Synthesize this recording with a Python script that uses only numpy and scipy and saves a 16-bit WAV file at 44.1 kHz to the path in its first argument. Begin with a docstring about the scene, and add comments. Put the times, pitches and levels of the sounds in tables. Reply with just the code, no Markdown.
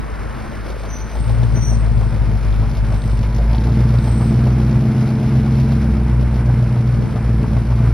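"""A car swishes off: tyre noise and its road echo. Ahead, an old V8 pickup crawls along a town street,
heard from the car behind: tones at the firing rate drone and pulses ringing the exhaust pipes burble.
Noise puffs chuff and spit per firing, some cylinders harder; bursts cough and short sines knock.
Gliding, fluttering tones squeal as brakes; shaped noise is road wash and grit, faint tones a whine.
The sound starts wide and draws in to the middle."""
import sys
import numpy as np
from scipy import signal
from scipy.fft import rfft, irfft
from scipy.io import wavfile
from scipy.ndimage import uniform_filter1d

SR = 44100
rng = np.random.default_rng(int(sys.argv[2]) if len(sys.argv) > 2 else 0)


def store_pcm(level_fs):
    """Save levels as 16-bit WAV."""
    pcm = np.round(np.clip(level_fs, -1, 1) * 32767).astype(np.int16)
    wavfile.write(sys.argv[1], SR, np.atleast_2d(pcm).T)


N = 349933
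TIME = np.arange(N) / SR
BINS_HZ = np.fft.rfftfreq(N, 1 / SR)


# Crankshaft speed; idle, a dab of throttle, a longer pull, easing off: t/s, speed/rpm
CRANK_SPEED = [(0.0, 793.7), (1.06, 801.3), (1.41, 871.3), (2.07, 791.7), (3.38, 781.3), (3.78, 914.4),
               (4.03, 872.8), (4.4, 929.1), (5.74, 989.3), (6.1, 921.8), (6.56, 900.6), (7.02, 902.3),
               (7.22, 879.3), (7.93, 880.4)]


def crank_rpm():
    """Crankshaft speed at every sample."""
    return curve(CRANK_SPEED)


# Pulse scatter by speed: speed/rpm, strength spread (rms), timing drift/firing intervals (rms)
RAGGEDNESS = [(800, .31, .022), (890, .22, .013), (940, .08, .003)]


def firings(drift_hz=9):
    """Running count of firings: eight in two crankshaft turns, uneven near idle."""
    rpm = crank_rpm()
    speeds, _, drifts = np.transpose(RAGGEDNESS)
    even_count = np.cumsum(rpm * 4 / 60) / SR
    return even_count + np.interp(rpm, speeds, drifts) * wander(drift_hz)


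def load(lead_s, idle_rpm=790, pull_rpm=955):
    """Engine load, 0 idle to 1 full pull: it leads the speed while the flywheel catches up."""
    rpm = crank_rpm()
    climb_rpm_per_s = uniform_filter1d(np.gradient(rpm) * SR, size=SR // 8)
    return np.clip((rpm + lead_s * climb_rpm_per_s - idle_rpm) / (pull_rpm - idle_rpm), 0, 1)


def muted(opens_s, opening_s=0.017):
    """Exhaust muting, 1 to 0: it opens up as the truck swings into line ahead."""
    return (1 - np.tanh((TIME - opens_s) / (2 * opening_s))) / 2


def voice_db(idle_db, pull_db, muted_db, opens_s, flywheel_s=.025):
    """Level of one exhaust voice: it follows the load and loses level while muted."""
    return idle_db + pull_db * load(flywheel_s) - muted_db * muted(opens_s)


# Low notes swelling and fading against each other:
# t/s, 1/e half length/s, fundamental/dB, octave/dB, burble/dB
VOICE_SWELLS = [(.15, .15, -1, -4, -1), (0.47, 0.13, -11, -4, 6), (.8, .13, -3, 0, 0),
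                (1.31, .05, .5, 3, 0), (1.46, .05, -1.5, 2.5, 1), (2.45, .5, .7, 0, -1),
                (3.47, 0.12, 3.5, -5.5, 1), (3.8, .07, 0, 0, 2.5), (4.2, 0.49, .5, 1.5, 1),
                (5.09, 0.22, -15, -2.5, -.5), (5.6, .16, -2, 0, -1), (5.922, 0.13, 2, -11.5, 0),
                (6.2, .17, 3, -1.5, -2), (6.5, .1, 0, 2, -1), (6.79, 0.19, -9, 2, -2),
                (7.48, 0.085, 1, -4, 3), (7.86, .1, -1, 1.5, 1)]


def swells_db():
    """Passing level changes of fundamental, octave and burble."""
    return sum(np.outer(db, bump(s, half_s)) for s, half_s, *db in VOICE_SWELLS)


# Weak firings: t/s, depth/dB
WEAK_FIRINGS = [(1.55, 3), (1.66, 3), (2.13, 4), (2.42, 9), (2.74, 8), (3.02, 7), (3.33, 6), (6.32, 3),
                (7.1, 8), (7.2, 4), (7.66, 4)]


def stumbles_db(half_s=.034):
    """Brief level sags where a few firings are weak."""
    return -sum(db * bump(s, half_s) for s, db in WEAK_FIRINGS)


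# Drone voices: idle level/dB, added by full pull/dB, lost while muted/dB, opening t/s
FUNDAMENTAL_VOICE = (-16.5, -2.3, 10, 1.16)
OCTAVE_VOICE = (-25, -2.5, 16, 1.22)


def drone(fired, lag=0.43, waver=0.075, throb=0.083, weakest=0.34, octave_waver=0.23,
          octave_stumble=1.13, resonance_db=11.5):
    """What all firings share: firing-rate tone and octave, dipping once per round of cylinders."""
    first_swell_db, second_swell_db, _ = swells_db()
    sag_db = stumbles_db()
    resonant = np.interp(crank_rpm(), [752, 925], [0, 1])  # octave climbs into the pipe's resonance
    first = amp(voice_db(*FUNDAMENTAL_VOICE) + first_swell_db + sag_db)
    second_db = voice_db(*OCTAVE_VOICE) + resonance_db * resonant
    second = amp(second_db + second_swell_db + octave_stumble * sag_db)
    second = second * (1 + octave_waver * wander(39.0))
    angle = 2 * np.pi * (fired - lag)
    swing = np.pi * (1 - resonant)  # octave lags as it nears resonance
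    tones = first * np.cos(angle) + second * np.cos(2 * angle + swing)
    lope = 1 - throb * np.cos(2 * np.pi * (fired / len(FIRING_ORDER) - weakest))
    return np.sqrt(2) * tones * lope * (1 + waver * wander(32))


# Exhaust resonances: f/Hz, width at -6 dB/Hz, idle level/dB, full-pull level/dB
PIPE_MODES = [(56.4, 13.8, 17.5, 10.5), (84.4, 22, -13, -6), (121.3, 39.5, 8.5, 8), (160, 30.6, 0, 1.5),
              (182, 36, -16, -15), (218.1, 27.6, -0.5, 3), (267.6, 55, -13, -8.5), (337, 30, -15, -10),
              (394, 33, -22, -22.5), (438, 37, -19.5, -15), (464, 19, -28.5, -23.5), (575, 31, -21, -25.5),
              (669, 63, -34, -26), (780, 120, -40, -30), (990, 110, -52, -43)]


def pipe(x, levels_db, low_cut_hz=42, size=16384):
    """Causal (minimum-phase) ring of the exhaust pipes, which radiate no deep bass."""
    hz = abs(np.fft.fftfreq(size, 1 / SR))
    power = np.zeros(size)
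    for (f, width, *_), db in zip(PIPE_MODES, levels_db):
        power += amp(db) ** 2 / (1 + ((hz - f) / (width / 2)) ** 2) ** 2
    gain = np.sqrt(power / (1 + (low_cut_hz / (hz + 1)) ** 10))
    log_gain = np.log(gain + 1e-5)
    ring = np.fft.ifft(np.exp(np.conj(signal.hilbert(log_gain)))).real
    return signal.oaconvolve(x, ring[:size // 2])[:N]


# Cylinders in firing order: pulse/dB, lateness/firing intervals, chuff/dB
FIRING_ORDER = [(-0.8, 0.057, -10.5), (-6, -0.047, -18), (-6.5, -0.037, -5), (-4, 0.091, 0),
                (-3.5, 0.0095, 2), (-3.5, 0.076, 11), (-4, 0.038, -7), (-12.5, 0.0093, -5)]
# Burble: idle level/dB, added by full pull/dB, lost while muted/dB, opening t/s
BURBLE_VOICE = (-28, 7, 11, 1.42)


def burble(fired, opens=0.1602, jitter=.006, stumble=0.2, throttle_lead_s=0.24,
           thin_db=9, thin_below_hz=175, fills_s=1.13):
    """One pulse per firing rings the pipes: ragged at idle, its resonances shifting with throttle."""
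    count = int(fired[-1])
    pulse_db, late, _ = np.array(FIRING_ORDER)[np.arange(count) % len(FIRING_ORDER)].T
    strength, timing = rng.standard_normal((count, 2)).T
    at = np.searchsorted(fired, np.arange(count) + opens + late + jitter * timing).clip(0, N - 1)
    speeds, spreads, _ = np.transpose(RAGGEDNESS)
    scatter = np.interp(crank_rpm()[at], speeds, spreads)
    pulses = np.bincount(at, amp(pulse_db) + scatter * strength, N)
    for k in (1, 2):  # the two lowest firing harmonics belong to the drone
        turn = np.exp(2j * np.pi * k * fired)
        pulses = pulses - 2 * (turn * np.mean(pulses / turn)).real
    hz, _, idle_db, pull_db = np.transpose(PIPE_MODES)
    throttle, thin = load(throttle_lead_s), muted(fills_s)
    clear = pulses * (1 - thin)
    rung = pipe(clear * (1 - throttle), idle_db) + pipe(clear * throttle, pull_db)
    rung = rung + pipe(pulses * thin, idle_db - thin_db * (hz < thin_below_hz))  # muted: thin
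    rung = in_band(street(rung), (150, 480))
    return amp(voice_db(*BURBLE_VOICE) + swells_db()[2] + stumble * stumbles_db()) * rung


def street(x, echoes=((.009, -14), (.0272, -15), (.05, -20))):
    """Tailgate, bonnet and house fronts return the sound: delay/s, level/dB."""
    return x + sum(amp(db) * np.interp(TIME - delay, TIME, x, left=0) for delay, db in echoes)


def puffs(fired, opens, fade, steady, scatter_db, cylinder_share):
    """Gas-flow envelope: a quick burst per firing, uneven by cylinder and chance; fade in firings."""
    number, since = np.divmod(fired - opens + len(FIRING_ORDER), 1)
    number = number.astype(int)
    size_db = cylinder_share * np.array(FIRING_ORDER)[number % len(FIRING_ORDER), 2]
    size_db = size_db + scatter_db * rng.uniform(0.46, 1, number.max() + 1)[number]
    burst = amp(size_db) * np.exp(-since / fade) * (1 - np.exp(-since / (fade / 3)))
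    return evened(steady + evened(burst))


# Chuff colour: f/Hz, level/dB
CHUFF_COLOUR = [(100, -29), (300, 2), (600, 3.5), (950, -7.5), (1500, -22.5), (2400, -21), (4000, -43),
                (9000, -46)]
# Chuff before trim: idle level/dB, added by full pull/dB, lost while muted/dB, opening t/s
CHUFF_VOICE = (-39.5, 3, 5, 1.1)


def chuff(fired, trim_db=-3):
    """Hollow puffs of exhaust gas, one per firing: shaped noise."""
    gas = in_band(noise(CHUFF_COLOUR), (480, 1000))
    puff = puffs(fired, opens=0.11, fade=0.85, steady=0.33, scatter_db=-1.0, cylinder_share=0.47)
    return gas * amp(voice_db(*CHUFF_VOICE) + trim_db) * puff


# Harder exhaust puffs: t/s, level before trim/dB, centre f/Hz
HARD_PUFFS = [(0.511, -26, 524), (.655, -26, 480), (.833, -29.5, 600), (1.146, -26, 680), (1.289, -24, 745),
              (1.425, -21.5, 716), (1.712, -24, 710), (1.86, -26.5, 690), (2.005, -21.5, 700),
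              (2.21, -27, 683), (2.625, -22, 720), (2.918, -21, 746), (3.123, -29, 567), (3.225, -39, 700),
              (3.381, -18, 547), (3.445, -18, 483), (3.535, -20.5, 734), (3.581, -27.5, 650),
              (3.669, -25, 740), (3.798, -29.5, 735), (3.933, -23.5, 795), (4.068, -22.5, 830),
              (4.206, -23, 800), (4.463, -22, 725), (4.843, -39, 840), (5.209, -28, 830),
              (5.448, -28.5, 720), (6.489, -20.5, 814), (6.752, -24, 810), (7.16, -24, 866),
              (7.285, -32.5, 835), (7.432, -24, 1010), (7.563, -29, 960), (7.708, -24.5, 920),
              (7.858, -27, 990)]


def coughs(trim_db=-6, rise_s=0.0057, fade_s=0.023, octaves=0.59, rattle=0.37):
    """Harder puffs: rattling gas bursts, each with its own hollow pitch."""
    return amp(trim_db) * bursts(HARD_PUFFS, rise_s, fade_s, octaves) * (1 + rattle * wander(130))


# Hollow knocks while idling: t/s, peak/dB, f/Hz
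IDLE_KNOCKS = [(.699, -23, 440), (.744, -29, 560), (.765, -24, 480), (.805, -27, 524), (.873, -25.5, 442),
               (.954, -28, 410), (1.113, -28, 620)]


def knocks(swell_s=0.0017, size=2048):
    """Each knock is a few cycles of one hollow note."""
    age, out = np.arange(size) / SR, np.zeros(N)
    envelope = age / swell_s * np.exp(1 - age / swell_s)
    for s, db, hz in IDLE_KNOCKS:
        out[round(s * SR):][:size] += amp(db) * envelope * np.sin(2 * np.pi * hz * age)
    return out


# Hiss colour: f/Hz, level/dB
HISS_COLOUR = [(700, -13), (2000, 8), (3200, 5), (5400, 5), (6500, 0), (8000, -17), (10000, -5),
               (12000, -7.5), (14000, -13.5), (16000, -18)]
# Hiss before trim: t/s, level/dB
HISS_LEVEL = [(0.05, -52.5), (0.07, -53.5), (0.62, -49), (2.04, -50), (3.96, -47), (5.82, -48), (6.02, -51),
              (7.9, -50.5)]


def sizzle(fired, trim_db=-1.03, flicker_db=1.5):
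    """Fine hiss that spits in time with the firings."""
    gas = in_band(noise(HISS_COLOUR), (3000, 5400))
    spit = puffs(fired, opens=0.23, fade=0.3, steady=1.8, scatter_db=2.5, cylinder_share=0.3)
    return amp(curve(HISS_LEVEL) + trim_db + flicker_db * wander(36)) * gas * spit


# Brake squeals: peak t/s, rise/s, fall/s, f/Hz, glide/(Hz/s), level/dB, f spread/Hz (rms)
BRAKE_SQUEALS = [(.81, .025, .025, 8350, -100, -52, 70), (.935, .032, .058, 6015, 0, -34.5, 35),
                 (1.05, .07, .07, 6000, 0, -43.5, 35), (1.25, .085, .08, 8560, 600, -44, 100),
                 (1.52, .11, .11, 8530, -100, -51, 100), (1.574, .018, .026, 5950, -400, -34.5, 35),
                 (1.66, .04, .062, 5920, -150, -31, 40), (1.7, .07, .075, 8560, 200, -41, 110),
                 (1.98, .16, .15, 8530, -100, -52, 90), (3.05, .13, .11, 8480, 100, -47.5, 65),
                 (4.16, .11, .11, 8430, -100, -41, 45)]


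def brakes(grain=.32, grain_hz=85, overtone_db=-27, tail_s=.04, tail_db=-12, size=8192):
    """A brake sings on one mode; the pad grabs and slips, the note flutters, the street smears it."""
    shiver, out = wander(250), np.zeros(N)
    grip = 1 + grain * (wander(grain_hz) + 1j * wander(grain_hz))
    grip = grip / np.sqrt(1 + 2 * grain ** 2)
    for s, rise, fall, hz, glide, db, spread in BRAKE_SQUEALS:
        near = abs(TIME - s) < .5
        t = TIME[near] - s
        pitch_hz = hz + glide * t + spread * shiver[near]
        turn = np.exp(2j * np.pi * np.cumsum(pitch_hz) / SR)
        swell = np.exp(-abs(t / np.where(t < 0, rise, fall)) ** 2.3 / 2)
        out[near] += amp(db) * swell * (grip[near] * (turn + amp(overtone_db) * turn ** 2)).real
    tail = rng.standard_normal(size) * np.exp(-np.arange(size) / SR / tail_s)
    return out + amp(tail_db) * signal.oaconvolve(out, tail / np.linalg.norm(tail))[:N]


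# Tyre swish colour: f/Hz, level/dB
SWISH_COLOUR = [(200, -4), (500, -20), (1100, -6), (1700, -6.5), (2600, -21), (5000, -36), (12000, -45)]


def passing_car(peak_s=0.28, length_s=0.75, level_db=-39, echo_s=0.00314, echo_drift=0.0019, echo=0.27):
    """Tyre swish with a road echo whose delay grows, so its colour slides down."""
    tyres = noise(SWISH_COLOUR)
    bounced = np.interp(TIME - echo_s - echo_drift * TIME, TIME, tyres)
    return amp(level_db) * evened(tyres + echo * bounced) * bump(peak_s, length_s)


# Grit ticks: t/s, level before trim/dB, centre f/Hz
GRIT_TICKS = [(1.431, -30.5, 4070), (2.526, -33, 3330), (3.019, -34, 4300), (3.038, -38, 3970),
              (3.133, -44, 5630), (3.19, -34, 5260), (3.348, -36, 5630), (3.53, -34, 4820),
              (3.547, -31, 3500), (3.581, -31, 3600), (3.669, -37, 4200), (3.719, -34, 3980),
              (3.986, -33, 4200), (4.123, -35, 3960)]


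def ticks(trim_db=-1, rise_s=.0004, fade_s=.0028, octaves=.4):
    """Dry little noise ticks, as of grit under the tyres."""
    return amp(trim_db) * bursts(GRIT_TICKS, rise_s, fade_s, octaves)


# Road wash colour: f/Hz, level/dB
WASH_COLOUR = [(10, 1), (30, 16), (60, 26), (150, 14.5), (300, 8.5), (600, 5), (1000, 3.5), (1500, 3),
               (1850, -2.5), (2250, -2), (2900, -13.5), (5000, -32), (9000, -16.5), (16000, -57)]
# Road wash before trim: t/s, level/dB
ROAD_LEVEL = [(1.0, -40), (3.32, -41), (3.78, -39.5), (7.69, -40.5), (7.9, -38.5)]


def road(trim_db=-1.5, flutter_db=1.07):
    """Steady noise wash of tyres and town traffic."""
    wash = in_band(noise(WASH_COLOUR), (1100, 2500))
    return amp(curve(ROAD_LEVEL) + trim_db + flutter_db * wander(19)) * wash


# Whine tones, before gain: f/Hz, level/dB
WHINE_TONES = [(888, -55.5), (990, -58)]
# Whine gain: t/s, gain/dB
WHINE_GAIN = [(1.0, 0), (1.55, 8), (2.3, 3.5), (3.1, 3.5), (3.5, 11), (4.4, 1), (5.0, 3.5), (7.9, 4.5)]


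def whine(waver_hz=3, flutter=0.5):
    """Faint wavering tones, as of a fan in the following car."""
    tones = np.zeros(N)
    for hz, db in WHINE_TONES:
        level = amp(db) * np.sqrt(2) * (1 + flutter * wander(6))
        tones += level * np.sin(2 * np.pi * np.cumsum(hz + waver_hz * wander(6.2)) / SR)
    return amp(curve(WHINE_GAIN)) * tones


# Left-over-right phase lead between ports: f/Hz, lead/rad
PORT_LEAD = [(0, 0), (3600, 0), (5200, .45), (7300, np.pi), (10500, 2 * np.pi), (13700, 3 * np.pi),
             (16000, 12.6)]
# Likeness of the two ports: f/Hz, likeness (0 to 1)
PORT_SAMENESS = [(60, .9998), (140, .9995), (250, .994), (700, .98), (1400, .978), (2300, .955),
                 (3400, .965), (4500, .89), (6200, .84), (9000, .88), (15000, .86)]


def ports(x):
    """Two close ports hear one sound, with opposite diffuse shares and a treble phase lag."""
    same = np.clip(read(PORT_SAMENESS, BINS_HZ), 0, 1)
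    direct = np.sqrt((1 + same) / 2) * rfft(x)
    diffuse = np.sqrt((1 - same) / 2) * rfft(scattered(x))
    lag = np.exp(-1j * np.interp(BINS_HZ, *np.transpose(PORT_LEAD)))
    return irfft(np.array([direct + diffuse, (direct - diffuse) * lag]), N)


# Phase of side over middle: t/s, lead/rad
SIDE_PHASE = [(.8, 1.3), (1.3, 1.05), (2.2, 1.05), (3.2, 1.28)]
# Low-middle spreads: t/s, 1/e half length/s, side over middle/dB
LOW_MID_SPREADS = [(6.22, .09, -6), (7.04, .11, -4.5), (7.55, .17, -11)]


def widen(pair, start_hz=1500, narrow_s=0.93, start_db=-4.0, sink_db_per_s=.7,
          airy_db=-2.0, airy_db_per_s=8, airy_hz=420, airy_octaves=1.87,
          spread_hz=340, spread_octaves=1.24, size=4096):
    """Wide and diffuse at first, drawing in with the deepest notes last; late brief low-mid spreads."""
    middle = pair.mean(0)
    hz, t, (mid, diffuse) = signal.stft([middle, scattered(middle)], SR, nperseg=size)
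    hz = hz[:, None] + 1
    edge_hz = start_hz * np.exp(-t / narrow_s)
    early = amp(start_db - sink_db_per_s * t) / (1 + (hz / edge_hz) ** 6)
    airy = amp(airy_db - airy_db_per_s * t) * np.exp(-(np.log2(hz / airy_hz) / airy_octaves) ** 2)
    spread = sum(amp(db) * bump(s, half_s) for s, half_s, db in LOW_MID_SPREADS)
    late = np.interp(t, TIME, spread) * np.exp(-(np.log2(hz / spread_hz) / spread_octaves) ** 2)
    turn = np.exp(1j * np.interp(t, *np.transpose(SIDE_PHASE)))
    side_bins = mid * early * turn + diffuse * (airy + late)
    side = signal.istft(side_bins, SR, nperseg=size)[1][:N]
    return pair + np.array([side, -side])


def scattered(x, spread_s=0.028, size=16384):
    """Diffuse reflections: same colour and level, phases shuffled."""
    taps = rng.standard_normal(size) * np.exp(-np.arange(size) / SR / spread_s)
    return irfft(rfft(x) * np.exp(1j * np.angle(rfft(taps, N))), N)


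def bursts(rows, rise_s, fade_s, octaves, size=8192):
    """One noise burst per row, coloured around its own centre."""
    age, hz = np.arange(size) / SR, np.fft.rfftfreq(size, 1 / SR)
    shape = (1 - np.exp(-age / rise_s)) * np.exp(-age / fade_s)
    out = np.zeros(N + size)
    for s, db, centre_hz in rows:
        colour = 1 / (1 + abs(np.log2((hz + 1) / centre_hz) / octaves) ** 3)
        grain = evened(irfft(rfft(rng.standard_normal(size)) * colour))
        out[round(s * SR):][:size] += amp(db) * shape * grain
    return out[:N]


def amp(db):
    """Decibels to gain."""
    return 10 ** (np.asarray(db) / 20)


def evened(x):
    """Scales to an rms of one."""
    return x / np.sqrt(np.mean(x ** 2) + 1e-20)


def curve(rows):
    """A (t/s, value) table at every sample."""
    return np.interp(TIME, *np.transpose(rows))


def bump(s, half_s):
    """Gaussian rise to one and back around a moment; half_s is to 1/e."""
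    return np.exp(-((TIME - s) / half_s) ** 2)


def read(points, hz):
    """A spectrum table on a log-frequency axis."""
    f, value = np.transpose(points)
    return np.interp(np.log(hz + 1), np.log(f + 1), value)


def noise(spectrum):
    """Noise of the given colour."""
    return irfft(rfft(rng.standard_normal(N)) * amp(read(spectrum, BINS_HZ)), N)


def wander(hz):
    """Slow chance with an rms of one, up to about the given rate."""
    return evened(irfft(rfft(rng.standard_normal(N)) * np.exp(-(BINS_HZ / hz) ** 2), N))


def in_band(x, band_hz):
    """Scales a sound so that its part within the band has an rms of one."""
    low, high = band_hz
    return x / np.std(irfft(rfft(x) * (BINS_HZ > low) * (BINS_HZ < high), N))


def scene(chuff_pan_db=1.3, burble_pan_db=0.87):
    """The exhaust sits ahead, its burble and puffs a little left, amid the street."""
    fired, sides = firings(), np.array([[.5], [-.5]])
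    exhaust = drone(fired) + ports(burble(fired)) * amp(sides * burble_pan_db)
    exhaust = exhaust + ports(chuff(fired) + coughs() + knocks()) * amp(sides * chuff_pan_db)
    surroundings = sizzle(fired) + brakes() + passing_car() + ticks() + road() + whine()
    return widen(exhaust + ports(surroundings))


def record(dry, edge_hz=15800):
    """Band limit: a linear-phase low-pass."""
    taps = signal.firwin(511, edge_hz, window=("kaiser", 9), fs=SR)
    return signal.oaconvolve(dry, taps[None], "same")


dry = scene()
out = record(dry)
store_pcm(out)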